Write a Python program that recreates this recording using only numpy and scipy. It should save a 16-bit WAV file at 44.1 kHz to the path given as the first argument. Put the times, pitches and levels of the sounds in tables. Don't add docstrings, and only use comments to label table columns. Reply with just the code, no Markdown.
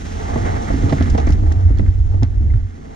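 import sys
import numpy as np
from scipy.fft import rfft, irfft, next_fast_len
from scipy.io import wavfile
from scipy.ndimage import uniform_filter1d, map_coordinates

SR = 44100
rng = np.random.default_rng(int(sys.argv[2]) if len(sys.argv) > 2 else 0)


def bounce(signal):
    frames = np.transpose(np.atleast_2d(signal))
    limited = np.clip(frames, -1, 1)
    pcm = np.round(limited * 32767).astype(np.int16)
    wavfile.write(sys.argv[1], SR, pcm)


N = 130095
TIME_S = np.arange(N) / SR
SPLIT = np.array([[.5], [-.5]])


def amp(db):
    return 10 ** (np.asarray(db) / 20)


def unit(x):
    return x / np.sqrt(np.mean(x ** 2) + 1e-20)


def at_hz(points, hz):
    freq_hz, values = np.transpose(points)
    return np.interp(np.log(hz + 1), np.log(freq_hz + 1), values)


def level(rows):
    return amp(np.interp(TIME_S, *np.transpose(rows)))


def wobble(rate_hz):
    knots = rng.standard_normal(int(N * rate_hz / SR) + 4)
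    return map_coordinates(knots, [TIME_S * rate_hz])


def filtered(x, response):
    n = x.shape[-1]
    padded = next_fast_len(n + 8192)
    return irfft(rfft(x, padded) * response(np.fft.rfftfreq(padded, 1 / SR)), padded)[..., :n]


def stereo(pair, spectrum, coherence, lead):
    def mid_side_gains(hz):
        angle = np.arccos(np.clip(at_hz(coherence, hz), 0, 1)) / 2
        return amp(at_hz(spectrum, hz)) * [np.cos(angle), np.sin(angle)]

    mid, side = filtered(pair, mid_side_gains)
    left_right = np.array([mid + side, mid - side])
    return unit(filtered(left_right, lambda hz: np.exp(1j * SPLIT * at_hz(lead, hz))))


def grains(rate_hz, spread_db, friction_db):
    hits = (rng.random((2, N)) < rate_hz / SR) * rng.standard_normal((2, N))
    sizes = amp(spread_db * np.clip(rng.standard_normal((2, N)), -2, 2))
    return unit(hits * sizes) + amp(friction_db) * rng.standard_normal((2, N))


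def evened(x, window_s):
    size = max(int(window_s * SR), 2)
    power = uniform_filter1d(uniform_filter1d(np.mean(x ** 2, 0), size), size)
    return unit(x / np.sqrt(np.abs(power) + 1e-6))


def add(out, start_s, sound):
    part = out[:, round(start_s * SR):][:, :sound.shape[1]]
    part += sound[:, :part.shape[1]]


# freq_hz, left_lead_rad
SLIDE_LEAD = [(300, 0.37), (480, 2.25), (700, 2.87), (1000, 3.8), (1550, 3.87), (2600, 5.7), (7000, 8.06)]
# freq_hz, coherence
CONTACT_COHERENCE = [(350, 0.97), (700, 0.82), (1100, 0.91), (1500, 0.64), (2000, 0.79)]
SNOW_COHERENCE = [(1000, 0.21), (2000, 0.65), (2800, 0.21), (4000, .55), (6000, 0.85), (10000, 0.11)]
def burst(spectrum, coherence, t60_s, attack_s=0.00014):
    t = np.arange(SR // 4) / SR
    envelope = (1 - np.exp(-t / attack_s)) ** 2 * amp(-60 * t / t60_s)
    return envelope * stereo(rng.standard_normal((2, len(t))), spectrum, coherence, SLIDE_LEAD)


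# time_s, relative_db
WIND_LEVEL = [(0.0, -34), (0.53, -23.5), (0.68, -31.5), (0.73, -18.5), (1.02, -30.5), (1.13, -12),
              (1.18, -31), (1.28, -14), (1.6, -23), (1.74, -13), (1.85, -17), (1.9, -16), (2.32, -21.5),
              (2.4, -15), (2.56, -16.5), (2.65, -25), (2.71, -39.5), (2.95, -39.5)]
# freq_hz, gain_db
WIND_SPECTRUM = [(10, -22), (22, -5), (38, 3), (58, 1.5), (75, -4.5), (130, -19), (300, -67.5),
                 (1500, -120)]
# freq_hz, coherence
WIND_COHERENCE = [(60, 0.91), (120, 1), (300, 0.9)]
# freq_hz, left_lead_rad
RUMBLE_LEAD = [(40, 0.26), (150, 0.94)]
def wind():
    buffeting = stereo(rng.standard_normal((2, N)), WIND_SPECTRUM, WIND_COHERENCE, RUMBLE_LEAD)
    return amp(2) * level(WIND_LEVEL) * evened(buffeting, window_s=.06)


# time_s, relative_db
MOUNT_LEVEL = [(0, -31.5), (.3, -26.5), (.42, -17.5), (.55, -24.5), (.78, -25.5), (.86, -15.5),
               (.97, -25.5), (1.03, -10), (1.07, -21.5), (1.2, -14.5), (1.23, -10), (1.4, -17),
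               (1.49, -12.5), (1.7, -13), (1.82, -23), (1.9, -13), (1.95, -31.5), (2.0, -14), (2.19, -12.5),
               (2.24, -8.5), (2.29, -32), (2.36, -20), (2.56, -17), (2.68, -21), (2.78, -44), (2.95, -48)]
# time_s, pitch_hz
MOUNT_PITCH = [(0, 90.7), (1.5, 85), (2.05, 83.85), (2.16, 101.2), (2.25, 85.1)]
def mount_shake(wander_hz=8.99, flutter_db=3):
    pitch_hz = np.interp(TIME_S, *np.transpose(MOUNT_PITCH))
    phase = 2 * np.pi * np.cumsum(pitch_hz + wander_hz * wobble(45)) / SR
    tone = np.sin(phase + SPLIT * at_hz(RUMBLE_LEAD, pitch_hz))
    flutter = amp(flutter_db * wobble(27.91))
    return amp(-0.5) * level(MOUNT_LEVEL) * unit(flutter * tone)


# time_s, relative_db
FRAME_LEVEL = [(0, -33), (0.2, -32.5), (0.35, -26), (0.67, -27), (0.85, -22.5), (1.05, -23.5), (1.3, -26),
               (1.62, -33.5), (1.74, -31), (1.83, -24.5), (1.94, -38), (2.06, -40), (2.16, -34),
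               (2.3, -39.5), (2.41, -31), (2.72, -42), (2.82, -35), (2.95, -39)]
# freq_hz, gain_db
FRAME_SPECTRUM = [(70, -30.5), (135, 3), (180, -2.5), (222, 3.5), (243, -2), (265, 2), (320, -2),
                  (385, -10), (800, -27.5), (3000, -72.5)]
# freq_hz, coherence
FRAME_COHERENCE = [(130, 0.88), (300, 0.48), (600, 0.21)]
# freq_hz, left_lead_rad
FRAME_LEAD = [(140, 0.47), (300, 0.61), (600, 0.96)]
def frame_drumming():
    jolts = grains(rate_hz=300, spread_db=-1, friction_db=1.5)
    drumming = stereo(jolts, FRAME_SPECTRUM, FRAME_COHERENCE, FRAME_LEAD)
    return amp(-1.5) * level(FRAME_LEVEL) * evened(drumming, window_s=0.17)


def rough_tones(rows, jitter_rad, jitter_hz):
    out = np.zeros((2, N))
    for start_s, length_s, pitch_hz, level_db in rows:
        t = np.arange(int(length_s * SR)) / SR
        phase = 2 * np.pi * pitch_hz * t + jitter_rad * wobble(jitter_hz)[:len(t)]
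        add(out, start_s, amp(level_db) * np.hanning(len(t)) * np.sin(phase)[None])
    return out


# start_s, length_s, pitch_hz, level_db
GROANS = [(0.905, 0.078, 150, -17), (1.31, .25, 314, -29.5), (1.77, 0.09, 208, -18.5)]
CLINKS = [(1.772, 0.0062, 4378, -44.5), (1.782, 0.0062, 3470, -39.5), (2.495, 0.022, 2040, -44)]
def groans_and_clinks():
    groans = rough_tones(GROANS, jitter_rad=0.18, jitter_hz=60)
    clinks = rough_tones(CLINKS, jitter_rad=0.92, jitter_hz=1000)
    return groans + clinks


# start_s, level_db
TICKS = [(.975, -32.5), (1.008, -18.5), (1.059, -26.5), (1.275, -24), (1.516, -27), (1.794, -27),
         (1.863, -33), (1.882, -33), (2.539, -37.5)]
# freq_hz, gain_db
TICK_SPECTRUM = [(500, -15.5), (1200, 2), (1650, 5), (2100, 0), (2700, -19.5), (4000, -16), (9000, -48.5)]
def grit_ticks():
    out = np.zeros((2, N))
    for start_s, level_db in TICKS:
        add(out, start_s, amp(level_db) * burst(TICK_SPECTRUM, CONTACT_COHERENCE, t60_s=0.022))
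    return out


# start_s, level_db, t60_s, left_minus_right_db, tilt_db_per_octave
CRUNCHES = [(0.894, -27, 0.099, -4, -12), (.925, -21, 0.053, -3, -13), (1.023, -31, 0.059, -5.5, -7.5),
            (1.099, -32, 0.048, -0.5, -0.5), (1.177, -30.5, 0.096, -2, -6.5),
            (1.199, -33.5, 0.042, -5.5, -9), (1.268, -39.5, 0.065, -3, -1.5), (1.289, -38, 0.04, 1.5, 4.5),
            (1.304, -39.5, 0.059, -5, 4), (1.3225, -29.5, 0.021, 4.5, -5), (1.33, -36.5, 0.033, 3, 1),
            (1.522, -33, .03, 3, -2), (1.785, -39, 0.035, 1, -4), (2.232, -22.5, 0.014, 0.5, -7),
            (2.238, -37.5, 0.13, -5, -12.5)]
# freq_hz, gain_db
CRUNCH_SPECTRUM = [(500, -22.5), (1500, -4), (3000, -3.5), (6200, 3), (7600, -5), (9500, -21.5),
                   (13500, -26.5), (15500, -51)]
def crust_crunches(pivot_hz=4000):
    out = np.zeros((2, N))
    for start_s, level_db, t60_s, pan_db, tilt in CRUNCHES:
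        spectrum = [(hz, db + tilt * np.log2(hz / pivot_hz)) for hz, db in CRUNCH_SPECTRUM]
        add(out, start_s, amp(level_db + SPLIT * pan_db) * burst(spectrum, SNOW_COHERENCE, t60_s))
    return out


def ring(modes, lead_rad, attack_s=0.0011, scatter_db=1.5):
    t = np.arange(SR // 4) / SR
    out = np.zeros((2, len(t)))
    for pitch_hz, gain_db, t60_s in modes:
        decay = amp(gain_db + rng.normal(0, scatter_db) - 60 * t / t60_s)
        detuned_hz = pitch_hz * (1 + rng.normal(0, 0.025))
        out += decay * np.sin(2 * np.pi * detuned_hz * t + SPLIT * lead_rad)
    return out * (1 - np.exp(-t / attack_s)) ** 2


# start_s, thump_db, clack_db, clack_left_lead_rad
BUMPS = [(0.3574, -19, -11.5, 2), (0.702, -19.5, -15.5, 2.56), (.741, -13, -39, .5),
         (0.835, -13.5, -36.5, .6), (0.9238, -10, -12.5, 0.59), (1.008, -9.5, -20, 0.72),
         (1.148, -14, -11.5, 3.6), (1.18, -23, -13, 2.5), (1.197, -23.5, -19.5, 3.3),
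         (1.271, -18.5, -18.5, 2.3), (1.296, -11.5, -24, 0.82), (1.4315, -36.5, -24.5, 2.2),
         (1.515, -34, -21.5, 2.7), (1.706, -18.5, -25.5, 2.9), (1.793, -19, -19, 2.6),
         (2.142, -26.5, -23, 2.8), (2.223, -20.5, -18, 2.3), (2.231, -20.5, -24, 2.4)]
# pitch_hz, gain_db, t60_s
FRAME_MODES = [(85, -5.5, 0.11), (136.5, 3, 0.072), (222.7, 2, 0.059), (263.3, 1.5, 0.081),
               (314, -16.5, 0.012)]
RUNNER_MODES = [(460, -2.5, .06), (659.5, 0, 0.051), (810, -2.5, 0.044), (1129, -13, 0.065),
                (1840, -17.5, 0.038), (2020, -13.5, 0.035)]
# freq_hz, gain_db
CRACK_SPECTRUM = [(150, -12), (500, 19), (900, 1), (2000, -16.5), (7000, -27.5), (14000, -56.5)]
def bump_knocks():
    out = np.zeros((2, N))
    for start_s, thump_db, clack_db, lead_rad in BUMPS:
        clack = ring(RUNNER_MODES, lead_rad)
        clack += amp(-6) * burst(CRACK_SPECTRUM, CONTACT_COHERENCE, t60_s=0.057)
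        thump = ring(FRAME_MODES, lead_rad=0.15)
        add(out, start_s, amp(thump_db) * thump + amp(clack_db) * clack)
    return out


# time_s, relative_db
SCRAPE_LEVEL = [(0, -39.5), (.12, -35), (.32, -26), (.42, -28.5), (.49, -25), (.7, -28.5), (.77, -34.5),
                (.89, -25.5), (1.0, -33), (1.12, -34.5), (1.18, -23), (1.26, -35.5), (1.4, -36.5),
                (1.5, -34), (1.68, -38), (1.86, -45), (2.02, -46.5), (2.14, -40), (2.32, -47), (2.5, -44),
                (2.7, -51.5), (2.95, -40)]
RASP_LEVEL = [(0, -40.5), (.24, -35.5), (.34, -33.5), (.42, -33.5), (.485, -27.5), (.52, -34), (.59, -29.5),
              (.64, -38.5), (.695, -28.5), (.74, -36), (.89, -33), (.95, -40.5), (1.0, -27.5), (1.1, -36),
              (1.19, -36), (1.33, -34.5), (1.41, -46.5), (1.75, -43), (2.0, -51.5), (2.7, -50.5),
              (2.95, -47)]
HISS_LEVEL = [(0.0, -44.5), (0.5, -44), (0.97, -44), (1.3, -50.5), (1.45, -53.5), (1.93, -57.5),
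              (2.65, -60.5), (2.95, -56.5)]
# freq_hz, gain_db
SCRAPE_SPECTRUM = [(150, -11.5), (340, -13), (450, 1), (550, -9.5), (670, -1.5), (860, -2), (990, -14.5),
                   (1200, -13), (1450, -22), (2700, -52), (8000, -76.5)]
RASP_SPECTRUM = [(700, -10), (1150, 2), (1650, 1.5), (2080, 1.5), (2550, -16.5), (4000, -22), (8000, -43.5)]
HISS_SPECTRUM = [(400, -9), (1500, 4), (3300, 2), (4800, -2), (6200, 2.5), (7200, -2), (8300, -10),
                 (10000, -14), (12700, -25.5), (14500, -39)]
def runners(contact_judder_db=1.52, hiss_judder_db=1.0):
    scrape_grains = grains(rate_hz=830, spread_db=3.5, friction_db=5.5)
    rasp_grains = grains(rate_hz=900, spread_db=-1.5, friction_db=0.5)
    hiss_grains = grains(rate_hz=3000, spread_db=-3, friction_db=2)
    scrape = stereo(scrape_grains, SCRAPE_SPECTRUM, CONTACT_COHERENCE, SLIDE_LEAD)
    rasp = stereo(rasp_grains, RASP_SPECTRUM, CONTACT_COHERENCE, SLIDE_LEAD)
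    hiss = stereo(hiss_grains, HISS_SPECTRUM, SNOW_COHERENCE, SLIDE_LEAD)
    contact = level(SCRAPE_LEVEL) * scrape + amp(-4) * level(RASP_LEVEL) * rasp
    loose_snow = amp(2) * level(HISS_LEVEL) * hiss
    judder = wobble(55)
    return amp(contact_judder_db * judder) * contact + amp(hiss_judder_db * judder) * loose_snow


def scene():
    glide = wind() + mount_shake() + frame_drumming() + runners()
    return glide + bump_knocks() + crust_crunches() + grit_ticks() + groans_and_clinks()


# freq_hz, left_minus_right_db
PORT_BALANCE = [(90, -2.5), (300, -2.5), (430, -0.5), (620, 1), (1000, -2), (1600, -5.5), (2300, -1.5),
                (2950, -5), (4000, -2), (6800, -.5), (9000, -2.5)]
def record(dry, ceiling=.95, hardness=8, cutoff_hz=15600):
    coloured = filtered(dry, lambda hz: amp(SPLIT * at_hz(PORT_BALANCE, hz)))
    rounded = coloured / (1 + np.abs(coloured / ceiling) ** hardness) ** (1 / hardness)
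    return filtered(rounded, lambda hz: hz < cutoff_hz)


dry = scene()
out = record(dry)
bounce(out)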